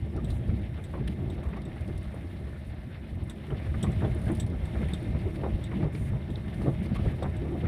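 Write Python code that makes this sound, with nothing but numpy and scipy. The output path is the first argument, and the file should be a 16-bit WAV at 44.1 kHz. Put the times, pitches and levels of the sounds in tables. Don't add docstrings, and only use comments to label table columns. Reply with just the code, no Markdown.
import sys
import numpy as np
from scipy import signal
from scipy.fft import rfft, irfft, next_fast_len
from scipy.io import wavfile
from scipy.ndimage import uniform_filter1d

SR = 44100
rng = np.random.default_rng(int(sys.argv[2]) if len(sys.argv) > 2 else 0)


def log_audio(samples):
    frames = np.atleast_2d(samples).T
    limited = np.clip(frames, -1, 1)
    pcm = np.round(limited * 32767).astype(np.int16)
    wavfile.write(sys.argv[1], SR, pcm)


def field_ratio(decibels):
    return 10 ** (np.asarray(decibels, dtype=float) / 20)


N = 338582
RUN_IN = 4096

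# time in seconds, roughness as body shake in dB,
# loose grit as crunch in dB.
ROAD = [(0.0, -39, -56.5), (0.45, -34, -54.5), (0.83, -40.5, -55.5), (1.2, -31.5, -56), (1.6, -39, -54.5),
        (2.3, -42.5, -55), (2.9, -48, -56), (3.2, -45, -58), (3.48, -43, -53), (3.68, -36, -52),
        (4.3, -31, -51.5), (4.5, -31.5, -54), (4.83, -35.5, -49), (5.1, -30.5, -51.5), (6.2, -34, -53.5),
        (6.5, -35, -52.5), (7.08, -29.5, -52), (7.68, -29.5, -52.5)]


def rms_one(x):
    return x / np.sqrt(np.mean(x ** 2) + 1e-20)


def in_time(rows):
    s, *columns = np.transpose(rows)
    return [np.interp(np.arange(N) / SR, s, c) for c in columns]


def drift(rate):
    r = np.exp(-80 * np.pi * rate / SR)
    white = rng.standard_normal(N // 40 + 2002)
    slow = signal.lfilter([1], [1, -2 * r, r * r], white)[2000:]
    return np.interp(np.arange(N) / 40, np.arange(len(slow)), rms_one(slow))


def low_pass(x, hz):
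    return signal.sosfilt(signal.butter(4, hz, "low", fs=SR, output="sos"), x)


def band(x, low_hz, high_hz):
    sos = signal.butter(2, [low_hz, min(high_hz, .49 * SR)], "band", fs=SR, output="sos")
    return signal.sosfilt(sos, np.append(x[-RUN_IN:], x))[RUN_IN:]


def resonate(x, hz, width_hz):
    r = np.exp(-np.pi * width_hz / SR)
    top = np.array([1, 0, -1]) * (1 - r * r) / 2
    return signal.lfilter(top, [1, -2 * r * np.cos(2 * np.pi * hz / SR), r * r], x)


def colour(x, spectrum):
    hz, level_db = np.transpose(spectrum)
    size = next_fast_len(N)
    grid = np.maximum(np.arange(size // 2 + 1) * SR / size, 1)
    gain = field_ratio(np.interp(np.log(grid), np.log(hz), level_db))
    return irfft(rfft(x, size) * gain, size)[:N]


def patchy_bands(spectrum, whites, patchy_db, flicker):
    whites = [colour(white, spectrum) for white in whites]
    lowest, highest = spectrum[0][0], spectrum[-1][0]
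    edges = lowest * 2 ** np.arange(0, np.log2(highest / lowest) + .4, .5)
    together = drift(flicker)
    for k, (low, high) in enumerate(zip(edges, edges[1:])):
        if low < .45 * SR:
            patches = field_ratio(patchy_db * (0.14 * together + drift(flicker)))
            yield np.sqrt(low * high), patches * band(whites[k % 2], low, high)


def grains(per_s, spread_db):
    sizes = field_ratio(spread_db * np.minimum(rng.exponential(1, N), 5)) * rng.choice([-1, 1], N)
    return rms_one(sizes * (rng.random(N) < per_s / SR))


def bursts(times, peak_db, t60, rise_s):
    out = np.zeros(N)
    for s, db, decay in zip(times, peak_db, t60):
        at = int(s * SR)
        t = np.arange(min(int(.3 * SR), N - at)) / SR
        out[at:at + len(t)] += field_ratio(db - 60 * t / max(decay, .01)) * (1 - np.exp(-t / rise_s))
    return out


def struck(rows, width_hz, gain_db):
    out, shudder = np.zeros(N), rng.standard_normal((len(rows), SR // 5))
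    fall = np.arange(SR // 5) / SR
    for (s, db, hz, t60), noise in zip(rows, shudder):
        push = noise * field_ratio(-60 * fall / max(t60, .01))
        ring = resonate(resonate(push, hz, width_hz), hz, 2.7 * width_hz)
        at = int(s * SR)
        out[at:at + len(ring)] += field_ratio(db + gain_db) * (ring / np.abs(ring).max())[:N - at]
    return out


def heaves(times, peak_db, lengths):
    t = np.arange(0, N + 32, 32) / SR
    power = sum(field_ratio(db) ** 2 * np.exp(-2 * np.abs(t - s) / max(length, .01))
                for s, db, length in zip(times, peak_db, lengths))
    return np.interp(np.arange(N) / SR, t, power)


def steadied(x, share, seconds):
    width = max(int(seconds * SR), 8)
    power = uniform_filter1d(uniform_filter1d(rms_one(x) ** 2, width), width)
    return rms_one(x / (power + 0.042) ** (share / 2))


def engine_hum():
    # note in Hz, width in Hz, level in dB rms.
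    hum_notes = [(77.3, 26, -42.5), (208.2, 28, -50), (322.5, 32, -60), (536, 33, -63), (620, 41, -59.5),
                 (1110, 9.7, -74), (1788, 59, -68), (994, 30, -72), (2100, 66, -66.5), (3653, 78, -75),
                 (5500, 470, -82.5)]
    load_db = uniform_filter1d(in_time(ROAD)[1], size=SR // 2)
    white = rng.standard_normal(N)
    lines = np.zeros(N)
    for hz, width, db in hum_notes:
        lines += field_ratio(db) * rms_one(resonate(resonate(white, hz, width), hz, width))
    return lines * field_ratio(1.17 * (load_db - load_db.mean()))


def brushing():
    # start in seconds, length in seconds, level in dB rms, dullness in dB.
    swishes = [(0.28, 0.11, -65.5, -12), (1.074, 0.012, -62.5, 16.5), (1.083, 0.059, -70.5, 12),
               (1.321, 0.037, -71, 13), (1.434, 0.011, -64, -13), (5.2, 0.46, -76, -6),
               (2.1, 0.52, -76.5, -3), (1.698, .45, -76.5, -9), (2.663, 0.056, -72, 6),
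               (3.73, 0.44, -69.5, 7), (4.16, 0.29, -67.5, 0), (4.62, 0.52, -70, -2),
               (6.552, 0.2, -69.5, 0), (6.988, 0.14, -67, 10), (5.923, 0.18, -63, -4),
               (6.825, 0.04, -65, 8), (6.945, 0.027, -59, 10)]
    white, out = rng.standard_normal(N), np.zeros(N)
    bright = rms_one(band(white, 6000, 12300) + 3.2 * resonate(white, 9200, width_hz=440))
    dull = rms_one(band(white, 1500, 3400))
    for s, length, db, dull_db in swishes:
        stroke = np.sin(np.pi * np.clip((np.arange(N) / SR - s) / length, 0, 1)) ** 0.21
        out += field_ratio(db) * stroke * (bright + field_ratio(dull_db) * dull)
    return out


def trim_ticks():
    # start in seconds, peak in dB, body relative to it in dB.
    tick_rows = [(0.1634, -50, 1), (0.3017, -44, 1), (0.4767, -54, 3), (1.076, -39, -20),
                 (1.5662, -53.5, 5), (1.6171, -51, 5), (1.8073, -50, 2), (1.8765, -51, 4),
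                 (1.9764, -45, -1), (2.0287, -49, -23), (2.142, -51, -8), (3.235, -50, -20),
                 (4.0017, -52, -29), (4.146, -46, -17), (4.215, -46, -7), (4.255, -50, 1),
                 (4.317, -41, -22), (4.349, -41, -3), (4.4632, -47, 0), (4.19, -52, -9), (4.238, -50, -3),
                 (4.28, -51, -6), (4.37, -50, -1), (4.386, -54, -9), (0.573, -62, -6), (0.615, -60, 0),
                 (4.4991, -54, 2), (4.8857, -50, -7), (5.0269, -48, -14), (5.5548, -57, -9),
                 (5.7388, -62, -21), (5.9478, -58, 14), (6.4591, -56, -9), (6.5409, -53, 5),
                 (6.6178, -52, 7), (6.858, -57, 13)]
    s, db, body_db = np.transpose(tick_rows)
    stray = np.sort(rng.uniform(0, N / SR - .1, size=34))
    stray_db = -62.5 + 2.9 * np.minimum(rng.exponential(1, stray.shape), 2)
    s, db = np.append(s, stray), np.append(db, stray_db)
    body_db = np.append(body_db, rng.normal(-10.0, 3.2, stray.shape))
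    t60 = 0.063 * field_ratio(2.5 * rng.standard_normal(s.shape))
    crackle = rng.standard_normal(N) + 0.28 * grains(4000, spread_db=-13.0)
    bright = rms_one(resonate(resonate(crackle, 9400, width_hz=1200), 9200, width_hz=2500))
    top = field_ratio(4) * rms_one(band(crackle, 13000, 14000))
    body = rms_one(band(crackle, 2700, 4800))
    out = bright * bursts(s, db, 0.8 * t60, rise_s=0.00063)
    out += top * bursts(s, db - 19, t60, rise_s=.001)
    out += body * bursts(s, db + body_db, t60, rise_s=0.001)
    return field_ratio(-8.5) * out


def pendant():
    # time in seconds, a millisecond before the touch, peak in dB, low ring relative to it in
    # dB.
    clink_rows = [(0.2435, -50, 4), (0.8389, -50.5, 2), (1.299, -54, 6.5), (1.4849, -68, 3),
                  (1.651, -58, 1), (3.296, -42, -0.5), (3.8267, -36.5, -0.5), (3.9153, -53, -15),
                  (4.3977, -35.5, -2), (4.4277, -61, 7), (4.6526, -52, -6), (4.9337, -43.5, 8),
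                  (5.638, -46, 2), (6.302, -61, 5), (7.226, -49, 4.5), (7.3643, -56.5, 5.5)]
    # pitch in Hz, level in dB, t60 in seconds.
    metal_modes = [(3180, -15, 0.087), (3300, 0.5, 0.053), (3640, 7, 0.053), (3870, -10, 0.056),
                   (4410, -21, 0.052), (5760, -9, 0.042), (7160, -22, 0.032), (7640, -26, .04),
                   (7740, 2, 0.026), (7950, 2, 0.026), (8270, 6.5, 0.024), (8400, -13, .025),
                   (9600, 0, 0.019), (10300, -9, 0.018)]
    s, db, low_db = np.transpose(clink_rows)
    s = s + 0.001014
    chance = np.clip(rng.standard_normal((len(s), len(metal_modes))), -1.2, 1.2)
    chatter, white = grains(1500, spread_db=2.5), rng.standard_normal(N)
    out, decay = np.zeros(N), np.full(len(s), .05)
    for k, (hz, mode_db, t60) in enumerate(metal_modes):
        strength_db = db + low_db * (hz < 5000) + mode_db + 2.5 * chance[:, k]
        clicks = np.roll(chatter, 977 * k) * bursts(s, strength_db - 25, 1.4 * decay, rise_s=0.0001)
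        clicks += 1e-18
        clicks[(s * SR).astype(int)] += field_ratio(strength_db - 7.5)
        r, w = field_ratio(-60 / (0.33 * t60 * SR)), 2 * np.pi * hz / SR
        out += (-1) ** k * signal.lfilter([0, np.sin(w)], [1, -2 * r * np.cos(w), r * r], clicks)
    crack_db = -64 + 0.6 * (db - db.mean())
    crack = field_ratio(-2.0) * rms_one(band(white, 12000, 14500))
    scrape = field_ratio(-39) * rms_one(band(white, 1800, 8700))
    out += crack * bursts(s, crack_db, .7 * decay, rise_s=.0004)
    out += scrape * bursts(s, db + 0.38 * low_db, 0.78 * decay, rise_s=0.00046)
    return out


def pebbles():
    # start in seconds, peak in dB, note in Hz, t60 in seconds.
    pebble_hits = [(0.3032, -42.5, 3840, 0.11), (1.079, -34, 3300, 0.027), (5.9486, -34.5, 2170, 0.04),
                   (6.357, -31, 3570, 0.015), (6.8548, -40, 2150, 0.037), (2.05, -41, 1200, 0.05),
                   (3.505, -39, 3050, 0.03), (3.546, -38, 1800, 0.04), (4.28, -39, 1300, 0.04),
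                   (4.885, -32, 2000, 0.048), (7.04, -50, 2300, 0.07), (7.08, -35.5, 1800, 0.13),
                   (7.64, -34.5, 1340, 0.19)]
    return struck(pebble_hits, width_hz=330, gain_db=-5.0)


def gravel():
    # start in seconds, peak in dB, note in Hz.
    stone_breaks = [(0.095, -59, 5000), (0.1256, -64, 5170), (0.162, -53, 5500), (0.5, -40, 2210),
                    (0.535, -44, 2200), (0.614, -48, 3630), (0.974, -31, 700), (1.077, -45, 2000),
                    (1.38, -38, 1150), (1.431, -35, 1100), (1.487, -38, 900), (1.57, -41, 2050),
                    (1.755, -51, 2050), (1.775, -48, 2500), (1.886, -44, 1900), (3.865, -34, 2120),
                    (3.96, -39, 640), (4.005, -35, 1700), (4.035, -32, 1650), (4.045, -38.5, 3380),
                    (4.155, -43, 640), (4.1894, -54, 5030), (4.258, -41, 2050), (4.29, -35, 1900),
                    (4.531, -37, 1410), (4.675, -37, 630), (4.998, -43, 700), (5.1906, -51, 4570),
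                    (5.59, -49, 760), (5.6635, -42, 3620), (5.49, -41, 1200), (5.67, -48, 2100),
                    (5.715, -35, 2040), (5.74, -36, 2210), (4.775, -41, 2150), (4.815, -35, 2080),
                    (4.737, -37, 2030), (5.15, -43, 2000), (4.21, -48, 3660), (0.777, -44, 1000),
                    (0.938, -38, 1590), (1.455, -43, 2300), (1.535, -41, 2600), (2.545, -45, 2300),
                    (2.56, -42, 1500), (3.504, -37, 1300), (5.949, -40.5, 1400), (6.665, -39, 1500),
                    (5.795, -42, 640), (6.219, -38, 620), (6.527, -38.5, 650), (6.827, -44, 1900),
                    (6.99, -48, 1200), (7.03, -54, 2100), (7.065, -33.5, 630), (7.09, -35, 560),
                    (7.334, -49, 600), (7.452, -62, 5400), (7.657, -33, 2020)]
    s, db, hz = np.transpose(stone_breaks)
    t60 = np.full(len(s), 0.088)
    return struck(np.transpose([s, db, hz, t60]), width_hz=330, gain_db=-7.0)


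def grit():
    # frequency in Hz, level in dB per Hz.
    crunch_colour = [(470, -1.5), (800, -1), (1040, -8.5), (1130, -8), (1480, -7), (1780, -4), (1960, -5),
                     (2120, -3.5), (2350, -7.5), (3710, -13), (4700, -23), (5550, -29.5), (6500, -64),
                     (8450, -57), (14300, -120)]
    # frequency in Hz, level in dB per Hz.
    dust_colour = [(4500, -38), (6000, -9), (6600, -13.5), (7400, -10.5), (8300, -8), (9000, -3.5),
                   (9500, -1.5), (10100, -6), (10900, -5.5), (12500, -5.5), (15400, -3), (17000, -8.5)]
    crunch_db = in_time(ROAD)[1]
    swing_db = crunch_db - crunch_db.mean()
    clumps = field_ratio(2.94 * drift(20.0))
    whites = [0.56 * rng.standard_normal(N) + .5 * clumps * grains(1500, spread_db=1.0)
              for side in range(2)]
    crunch = sum(x for hz, x in patchy_bands(crunch_colour, whites, patchy_db=2.0, flicker=20.0))
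    dust = colour(rng.standard_normal(N) + 0.74 * whites[0], dust_colour)
    air = signal.sosfilt(signal.butter(4, 11000, "high", fs=SR, output="sos"), dust)
    hiss = low_pass(dust, 11000)
    hiss_db = -74 + 0.91 * swing_db + 1.8 * drift(28.0) + .8 * drift(3.0)
    air_db = -86 + 0.2 * swing_db + 2.2 * drift(6.2)
    return field_ratio(crunch_db) * rms_one(crunch) + field_ratio(hiss_db) * rms_one(hiss) + field_ratio(air_db) * rms_one(air)


def suspension():
    # start in seconds, peak in dB, brightness relative to it in dB, t60 in seconds.
    knock_rows = [(0.489, -36, -7, 0.054), (0.774, -40, -18, 0.19), (0.936, -28.5, -20, 0.08),
                  (1.45, -38.5, -18, 0.27), (1.53, -32.5, -11.5, 0.065), (1.567, -38, -10, 0.063),
                  (1.76, -45, -3, 0.077), (2.142, -40, -21, 0.21), (2.524, -47, -8, 0.2),
                  (3.5, -39, -18, 0.28), (3.74, -34.5, -7, 0.09), (3.837, -28.5, -15, 0.091),
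                  (4.02, -25, -28, 0.12), (4.042, -24, -32, 0.12), (4.172, -46, -7, 0.12),
                  (4.277, -33, -17, 0.13), (4.297, -30.5, -22, 0.13), (4.749, -36, -14.5, 0.17),
                  (4.828, -40, -1, 0.049), (5.147, -32, -18, 0.065), (5.434, -23, -39, 0.15),
                  (5.454, -41, -14, 0.15), (5.714, -34, -16, 0.15), (5.826, -27, -31, 0.22),
                  (6.13, -36, -26, 0.2), (6.614, -31, -22, 0.095), (6.662, -23.5, -31, 0.062),
                  (6.951, -34, -30, 0.087), (7.223, -24.5, -28, 0.16), (7.242, -35.5, -14, 0.14)]
    # low edge in Hz, high edge in Hz, level in dB.
    knock_parts = [(228, 898, 5), (1030, 2280, 11.5), (111, 690, -5)]
    # start in seconds, peak in dB, note in Hz, t60 in seconds.
    hollow_notes = [(0.176, -44.5, 1230, 0.083), (0.9384, -35.5, 1030, 0.11), (1.5598, -42, 1120, 0.09),
                    (1.566, -37, 640, 0.11), (1.76, -43.5, 800, 0.04), (2.14, -30, 486, 0.037),
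                    (3.8354, -37, 1040, 0.13), (3.8637, -41, 1110, 0.052), (5.7132, -43, 970, 0.13),
                    (6.9549, -36.5, 1160, 0.17), (7.223, -38, 1030, 0.26)]
    s, db, bright_db, t60 = np.transpose(knock_rows)
    panel_hz = 329 * (1 + 0.18 * rng.standard_normal(len(s)))
    shudder = rng.standard_normal(N) + 1.46 * grains(450, spread_db=1.5)
    panels, trim, thump = [field_ratio(level_db - 6.5) * rms_one(band(band(shudder, low, high), low, high))
                           for low, high, level_db in knock_parts]
    out = panels * bursts(s, db, 0.79 * t60, rise_s=0.012)
    out += trim * bursts(s, db + bright_db, 0.8 * t60, rise_s=0.0037)
    out += thump * bursts(s, db - 11, 2.2 * t60, rise_s=0.0049)
    out += (panels + 0.13 * trim) * bursts(s, db - 8.5, 0.12 * t60, rise_s=0.0022)
    out += struck(np.transpose([s, db, panel_hz, t60]), width_hz=170, gain_db=-2.5)
    out += struck(hollow_notes, width_hz=120, gain_db=-1.0)
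    return low_pass(out, 3500)


def body_shell():
    # frequency in Hz, level in dB per Hz.
    shell_colour = [(11, -87), (18, -33), (58, 1.5), (82, 2), (199, -8), (262, -16.5), (338, -12),
                    (461, -24), (523, -26), (606, -25), (767, -31.5), (990, -42), (1050, -55),
                    (1130, -38.5), (1400, -47), (1820, -65), (3080, -120)]
    # deepest point in seconds, boom in dB, length in seconds.
    rut_rows = [(0.036, -27.5, 0.024), (0.164, -30, 0.032), (0.327, -28.5, 0.11), (0.39, -32.5, 0.024),
                (0.496, -23, 0.017), (0.538, -24.5, 0.024), (0.634, -27.5, 0.025), (0.725, -29, 0.022),
                (1.07, -27.5, 0.019), (1.273, -31.5, 0.021), (1.333, -33, 0.012), (1.39, -31.5, 0.025),
                (1.477, -27.5, 0.019), (1.709, -35, 0.021), (1.817, -32.5, 0.044), (1.9, -31.5, 0.037),
                (1.955, -32.5, 0.022), (1.999, -36, 0.02), (2.084, -33.5, 0.033), (2.399, -36, 0.022),
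                (2.451, -39, 0.021), (2.697, -32.5, 0.028), (2.792, -34.5, 0.02), (2.944, -35.6, 0.021),
                (3.128, -33.5, 0.02), (3.167, -31.5, 0.033), (3.232, -31, 0.017), (3.536, -30.9, 0.019),
                (3.704, -27, 0.04), (3.773, -25.5, 0.023), (3.878, -25, 0.026), (3.976, -22, 0.021),
                (4.046, -26.5, 0.021), (4.119, -25, 0.033), (4.18, -26.8, 0.021), (4.272, -23.5, 0.028),
                (4.395, -26.5, 0.033), (4.448, -26, 0.023), (4.54, -29, 0.039), (4.638, -26, 0.016),
                (4.772, -27.5, 0.04), (4.867, -26.5, 0.022), (5.104, -27, 0.02), (5.161, -28.0, 0.02),
                (5.261, -26, 0.022), (5.44, -35, 0.017), (5.547, -20.5, 0.019), (5.855, -25, 0.028),
                (6.026, -26, 0.02), (6.126, -26, 0.031), (6.365, -30, 0.048), (6.572, -34, 0.026),
                (6.619, -30, 0.02), (6.745, -26.5, 0.016), (6.8, -34, 0.021), (6.97, -28.5, 0.025),
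                (7.028, -23, 0.022), (7.075, -22, 0.019), (7.386, -29.3, 0.015), (7.667, -25, 0.027)]
    # top in seconds, floor pan in dB, panels relative to it in dB,
    # length in seconds.
    stone_rows = [(0.16, -35, -5, 0.03), (0.243, -28.5, -16.0, 0.025), (0.531, -29, -24, 0.052),
                  (1.011, -28.5, -13, 0.026), (1.098, -29.4, -22, 0.015), (1.203, -33.5, -22, 0.017),
                  (1.538, -30.5, -12.4, 0.02), (1.66, -38, -18, 0.032), (1.9, -35, -6, 0.028),
                  (2.743, -41, -3, 0.022), (2.874, -34.5, -11, 0.021), (3.17, -40, -13.6, 0.033),
                  (3.271, -33, -13, 0.019), (3.524, -31.5, -4, 0.027), (3.7, -38, -32, 0.02),
                  (3.791, -33.5, -14, 0.023), (3.837, -24.5, -12, 0.013), (3.886, -27, -6, 0.043),
                  (3.972, -32, -16, 0.02), (4.035, -28.5, -10, 0.048), (4.32, -29.5, -5, 0.042),
                  (4.41, -35, -12, 0.056), (4.528, -33, -8, 0.013), (4.57, -39, -14, 0.013),
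                  (4.83, -29, -10.5, 0.036), (4.932, -28.5, -7.5, 0.017), (5.105, -34, -13, 0.017),
                  (5.153, -30.5, -20, 0.019), (5.374, -41, -17, 0.017), (5.445, -33.5, -16, 0.017),
                  (5.48, -34, -14, 0.02), (5.546, -39, -4, 0.039), (5.767, -25.5, -11, 0.018),
                  (5.843, -23.5, -8.5, 0.034), (5.992, -26, -23, 0.016), (6.08, -28.5, -25, 0.021),
                  (6.15, -26.5, -19, 0.022), (6.318, -33.5, -7, 0.018), (6.474, -34, -9, 0.02),
                  (6.597, -29.5, -8, 0.023), (6.638, -33, -10.5, 0.021), (6.684, -21, -3, 0.024),
                  (6.811, -26.5, -16.8, 0.023), (6.924, -23, -16.3, 0.018), (7, -33, -10, 0.022),
                  (7.067, -31, -9.5, 0.026), (7.125, -34.5, -5, 0.022), (7.259, -27.9, -10.0, 0.02),
                  (7.548, -34.5, 1, 0.029), (7.638, -29.5, -2.5, 0.048)]
    # offset in dB, share of the shake's swing
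    shell_db, shell_follows = (-1.5, -3, -8.5), (0.64, 0.51, 0.63)
    steady, steady_s = (0.74, 0.89, 0.18), (0.019, 0.013, 0.011)
    parts = np.zeros((3, N))
    jolts = np.abs(grains(60, spread_db=2.5))
    jolts = signal.lfilter([1], [1, -field_ratio(-60 / (.1 * SR))], jolts)
    for _ in range(2):
        jolts = uniform_filter1d(jolts, size=SR // 150)
    whites = rng.standard_normal((2, N))
    for hz, x in patchy_bands(shell_colour, whites, patchy_db=1.5, flicker=8.9):
        region = np.searchsorted([105, 270], hz)
        parts[region] += x * (1 + (0.33 + 0.46 * region) * jolts / jolts.mean())
    shake_db = in_time(ROAD)[0]
    power = np.array([field_ratio(db + follows * (shake_db + 39.0) - 38) ** 2
                      for db, follows in zip(shell_db, shell_follows)])
    s, db, panels_db, length = np.transpose(stone_rows)
    power[0] += heaves(*np.transpose(rut_rows))
    power[1] += heaves(s, db, length)
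    power[2] += heaves(s, db + panels_db - 0.5, length)
    return sum(np.sqrt(p) * steadied(x, share, seconds)
               for p, x, share, seconds in zip(power, parts, steady, steady_s))


def scene():
    close = engine_hum() + brushing() + trim_ticks() + pendant()
    road = pebbles() + gravel() + grit() + suspension() + body_shell()
    return (close + road)[None]


def roll_off(x):
    return signal.sosfilt(signal.butter(12, 15630, fs=SR, output="sos"), x)


def record(dry):
    sos = signal.ellip(12, .5, 50, 15560, fs=SR, output="sos")
    led_in = np.pad(dry, [(0, 0), (RUN_IN, 0)], "reflect")
    cut = signal.sosfilt(sos, led_in)[:, RUN_IN:]
    return roll_off(cut)


dry = scene()
out = record(dry)
log_audio(out)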